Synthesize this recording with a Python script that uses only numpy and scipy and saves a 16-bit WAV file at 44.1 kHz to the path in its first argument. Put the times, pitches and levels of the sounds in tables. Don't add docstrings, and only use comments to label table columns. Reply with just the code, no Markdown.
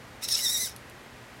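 import sys
import numpy as np
from scipy import signal
from scipy.fft import rfft, irfft
from scipy.io import wavfile

SR = 44100
rng = np.random.default_rng(int(sys.argv[2]) if len(sys.argv) > 2 else 0)


def to_wav(s):
    ch = np.atleast_2d(s).T
    pcm = np.round(np.clip(ch, -1, 1) * 32767)
    wavfile.write(sys.argv[1], SR, pcm.astype(np.int16))


N = 61739
T = np.arange(N) / SR


def amp(db):
    return 10 ** (np.asarray(db) / 20)


def unit(x):
    return x / np.sqrt(np.mean(x ** 2) + 1e-20)


def peaked(x, db):
    return amp(db) * x / abs(x).max()


def curve(rows, axis=1):
    rows = np.array(rows)
    return np.interp(T, rows[:, 0], rows[:, axis])


def level(rows, axis=1):
    active = (T > rows[0][0]) * (T < rows[-1][0])
    return amp(curve(rows, axis=axis)) * active


def wander(hz):
    rates = np.fft.rfftfreq(N, 1 / SR)
    return unit(irfft(rfft(rng.standard_normal(N)) / (1 + (rates / hz) ** 2), N))


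def colour(x, points):
    hz, db = np.transpose(points)
    log_hz = np.log(np.fft.rfftfreq(N, 1 / SR) + 1)
    return irfft(rfft(x) * amp(np.interp(log_hz, np.log(hz), db)), N)


def burst(start, rise_s, decay_s):
    age = np.maximum(T - start, 0)
    return rng.standard_normal(N) * (1 - np.exp(-age / rise_s)) * np.exp(-age / decay_s)


# pitch_hz [Hz], level_db [dB rms]
HUM_TONES = [(120, -58), (217, -65.5), (1915, -65), (12000, -92)]
# frequency_hz [Hz], density_db [dB per Hz]
AIR_SPECTRUM = [(15, -53), (25, -19), (70, -2.5), (92, -6.5), (114, -7), (145, -9), (249, -4.5),
                (285, -9.5), (373, -8), (1370, -12.5), (1650, -11.5), (2760, -17), (2990, -19),
                (13200, -34), (16000, -41)]
AIR_DB = -48


def background():
    hum = 0
    for hz, db in HUM_TONES:
        phase_drift = 0.58 * wander(hz=11)
        hum = hum + amp(db) * unit(np.sin(2 * np.pi * (hz * T + rng.random()) + phase_drift))
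    air = unit(colour(rng.standard_normal(N), AIR_SPECTRUM))
    return hum + amp(AIR_DB) * air


TEETH = 10
FLUTTER, FLUTTER_HZ = .003, 250
TOOTH_JITTER, JITTER_HZ = .085, 700
SHAFT_WOBBLE = 0.066
SHIMMER, TOOTH_SPREAD = .17, .18


def pinion(mesh_hz):
    mesh = np.cumsum(mesh_hz * (1 + FLUTTER * wander(FLUTTER_HZ))) / SR
    shaft = np.sin(2 * np.pi * mesh / TEETH)
    tooth_errors = unit(rng.standard_normal(TEETH))
    unevenness = np.interp(mesh, np.arange(TEETH), tooth_errors, period=TEETH)
    angle = 2 * np.pi * mesh + SHAFT_WOBBLE * shaft + TOOTH_JITTER * wander(JITTER_HZ)
    push = 0
    for k in range(1, 11):
        harmonic = np.cos(k * angle + 2 * np.pi * rng.random())
        push = push + harmonic * (1 + SHIMMER * wander(FLUTTER_HZ))
    return angle, shaft, push * (1 + TOOTH_SPREAD * unevenness)


# pitch_hz [Hz], width_hz [Hz], gain_db [dB]
CASE_MODES = [(3950, 760, -5), (5490, 710, 2.5), (6150, 1040, -5.5), (9180, 290, -13)]


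def case(x):
    ringing = 0
    for hz, width_hz, db in CASE_MODES:
        b, a = signal.iirpeak(hz, hz / width_hz, SR)
        ringing = ringing + amp(db) * signal.lfilter(b, a, signal.lfilter(b, a, x))
    return ringing


# [tooth meshing rate, Hz]
MOTOR_SPEED = [(.215, 1143), (.243, 1373), (.27, 1199), (.3, 1240), (.331, 1316), (.347, 1278),
               (.364, 1359), (.376, 1505), (.388, 1690), (.402, 1840), (.422, 1975), (.438, 1996),
               (.45, 1969), (.466, 1844), (.484, 1793), (.506, 1887), (.528, 1970), (.542, 1928),
               (.558, 1874), (.57, 1879), (.6, 2024), (.616, 2037), (.637, 1990), (.649, 1880), (.66, 1707),
               (.675, 1527), (.71, 900)]
# time_s [s], whine_gain_db [dB], rasp_level_db [dB]
GEAR_LEVELS = [(.21, -74, -66), (.224, -44, -47), (.243, -36, -33), (.255, -39, -61), (.27, -69, -64),
               (.279, -45, -50), (.287, -49.5, -35), (.298, -49.5, -38), (.328, -46, -36), (.341, -34, -68),
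               (.372, -37, -37.5), (.39, -47, -32), (.403, -45, -37), (.44, -31, -37), (.468, -28, -40),
               (.5, -33, -30), (.518, -35.5, -38), (.536, -33, -32), (.562, -28.5, -41.5),
               (.578, -39.5, -28.5), (.59, -40, -35.5), (.615, -30, -34.5), (.645, -35.5, -35.5),
               (.66, -40.5, -33.5), (.678, -38, -48), (.69, -60, -44), (.7, -67, -53), (.72, -56.5, -84)]
# time_s [s], level_db [dB]
CHATTER_LEVEL = [(.21, -67), (.232, -44), (.252, -32), (.268, -53), (.287, -36), (.3, -38), (.325, -26.5),
                 (.34, -39), (.35, -23.5), (.36, -31), (.38, -35.5), (.42, -35.5), (.47, -35.5), (.52, -45),
                 (.56, -40), (.6, -46), (.65, -38), (.69, -49.5), (.73, -54)]
# frequency_hz [Hz], gain_db [dB]
WHINE_RADIATION = [(600, -34), (1300, -14.5), (1600, -12.5), (1800, -16.5), (2000, -11), (2400, -9.5),
                   (3400, -11.5), (3720, 4), (3920, 0.5), (4200, -11.5), (4900, -3.5), (5450, 3.5),
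                   (5850, -0.5), (6150, -1), (6700, -41), (7300, -11), (7720, -1.5), (8300, -7.5),
                   (9200, -20), (9800, -0.5), (10800, -12.5), (12000, -10), (13500, -19), (16000, -21)]
# frequency_hz [Hz], density_db [dB per Hz]
RASP_SPECTRUM = [(300, -27), (1400, -21.5), (2100, 0), (3100, -32), (3800, -2), (4800, 2), (5700, -2),
                 (6400, 2.5), (7000, 4), (8300, 0), (9000, 6), (10000, 1.5), (10500, 7), (11000, 1.5),
                 (11600, 6), (12150, -2.5), (12700, 5), (13900, -5), (15400, 0.5), (16500, -7.5)]
BITE, RASP_PER_TURN = .6, .15
RASP_GRAIN_DB = 1.7


def servo():
    angle, shaft, push = pinion(curve(MOTOR_SPEED))
    pulsing = np.exp(BITE * np.cos(angle) + RASP_PER_TURN * shaft)
    contact = pulsing * amp(RASP_GRAIN_DB * wander(hz=890))
    rasp = unit(colour(contact * rng.standard_normal(N), RASP_SPECTRUM))
    chatter = unit(case(contact * rng.standard_normal(N)))
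    whine = colour(push, WHINE_RADIATION) * level(GEAR_LEVELS)
    return whine + rasp * level(GEAR_LEVELS, axis=2) + chatter * level(CHATTER_LEVEL)


# centre_s [s], level_db [dB]
SWELLS = [(0.231, -46), (0.29, -45), (0.371, -41), (0.392, -36.5)]
# frequency_hz [Hz], density_db [dB per Hz]
SWELL_SPECTRUM = [(1200, -25), (1750, -15), (2100, 3.5), (2450, -9), (2900, 2.5), (3400, -11), (5000, -19)]
SWELL_S = .008


def noise_swells():
    envelope = sum(amp(db) * np.exp(-((T - s) / SWELL_S) ** 2) for s, db in SWELLS)
    return envelope * unit(colour(rng.standard_normal(N), SWELL_SPECTRUM))


# time_s [s], pitch_hz [tooth meshing rate, Hz], whine_gain_db [dB]
SQUEAL = [(.272, 1819, -57), (.288, 1840, -31), (.303, 1890, -35.5), (.314, 1900, -26), (.327, 1805, -21),
          (.339, 1715, -30), (.353, 1803, -31), (.359, 1781, -47), (.373, 1910, -28), (.392, 2000, -52),
          (.41, 2050, -60)]
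# frequency_hz [Hz], gain_db [dB]
SQUEAL_RADIATION = [(1200, -33), (1900, -24), (3750, -15.5), (4500, 3), (5400, -0.5), (5750, -7.5),
                    (7300, -32), (7650, -19), (8300, -35), (9000, -5), (9700, -16.5), (16000, -23)]


def second_servo():
    _, _, push = pinion(curve(SQUEAL))
    return colour(push, SQUEAL_RADIATION) * level(SQUEAL, axis=2)


RISE_S = 0.0011
# start_s [s], peak_db [dB]
JOINT_TICKS = [(0.2863, -21.5), (.6945, -33.5), (0.7619, -31.5), (0.897, -40.5)]
# frequency_hz [Hz], density_db [dB per Hz]
TICK_SPECTRUM = [(1000, -21), (4000, -1), (6500, -10), (9000, -2), (12500, -3), (16000, -23)]
TICK_S = .0018


def joint_ticks():
    return sum(peaked(colour(burst(s, RISE_S, TICK_S), TICK_SPECTRUM), db) for s, db in JOINT_TICKS)


# start_s [s], peak_db [dB]
CASE_BURSTS = [(0.324, -19.5), (0.3505, -28)]
BURST_S = .004


def case_bursts():
    return sum(peaked(case(burst(s, RISE_S, BURST_S)), db) for s, db in CASE_BURSTS)


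ROOM_T60, ROOM_DB, ROOM_DELAY_S = 0.15, -8, 0.0021


def room(x):
    tail = rng.standard_normal(N) * amp(-60 * T / ROOM_T60) * (T > ROOM_DELAY_S)
    return amp(ROOM_DB) * signal.fftconvolve(x, tail / np.linalg.norm(tail))[:N]


def scene():
    arm = servo() + noise_swells() + second_servo() + joint_ticks() + case_bursts()
    return (arm + room(arm) + background())[None]


EDGE_HZ = 16050


def record(dry):
    lowpass = signal.firwin(511, EDGE_HZ, window=("kaiser", 9), fs=SR)
    return signal.oaconvolve(dry, lowpass[None], "same")


dry = scene()
out = record(dry)
to_wav(out)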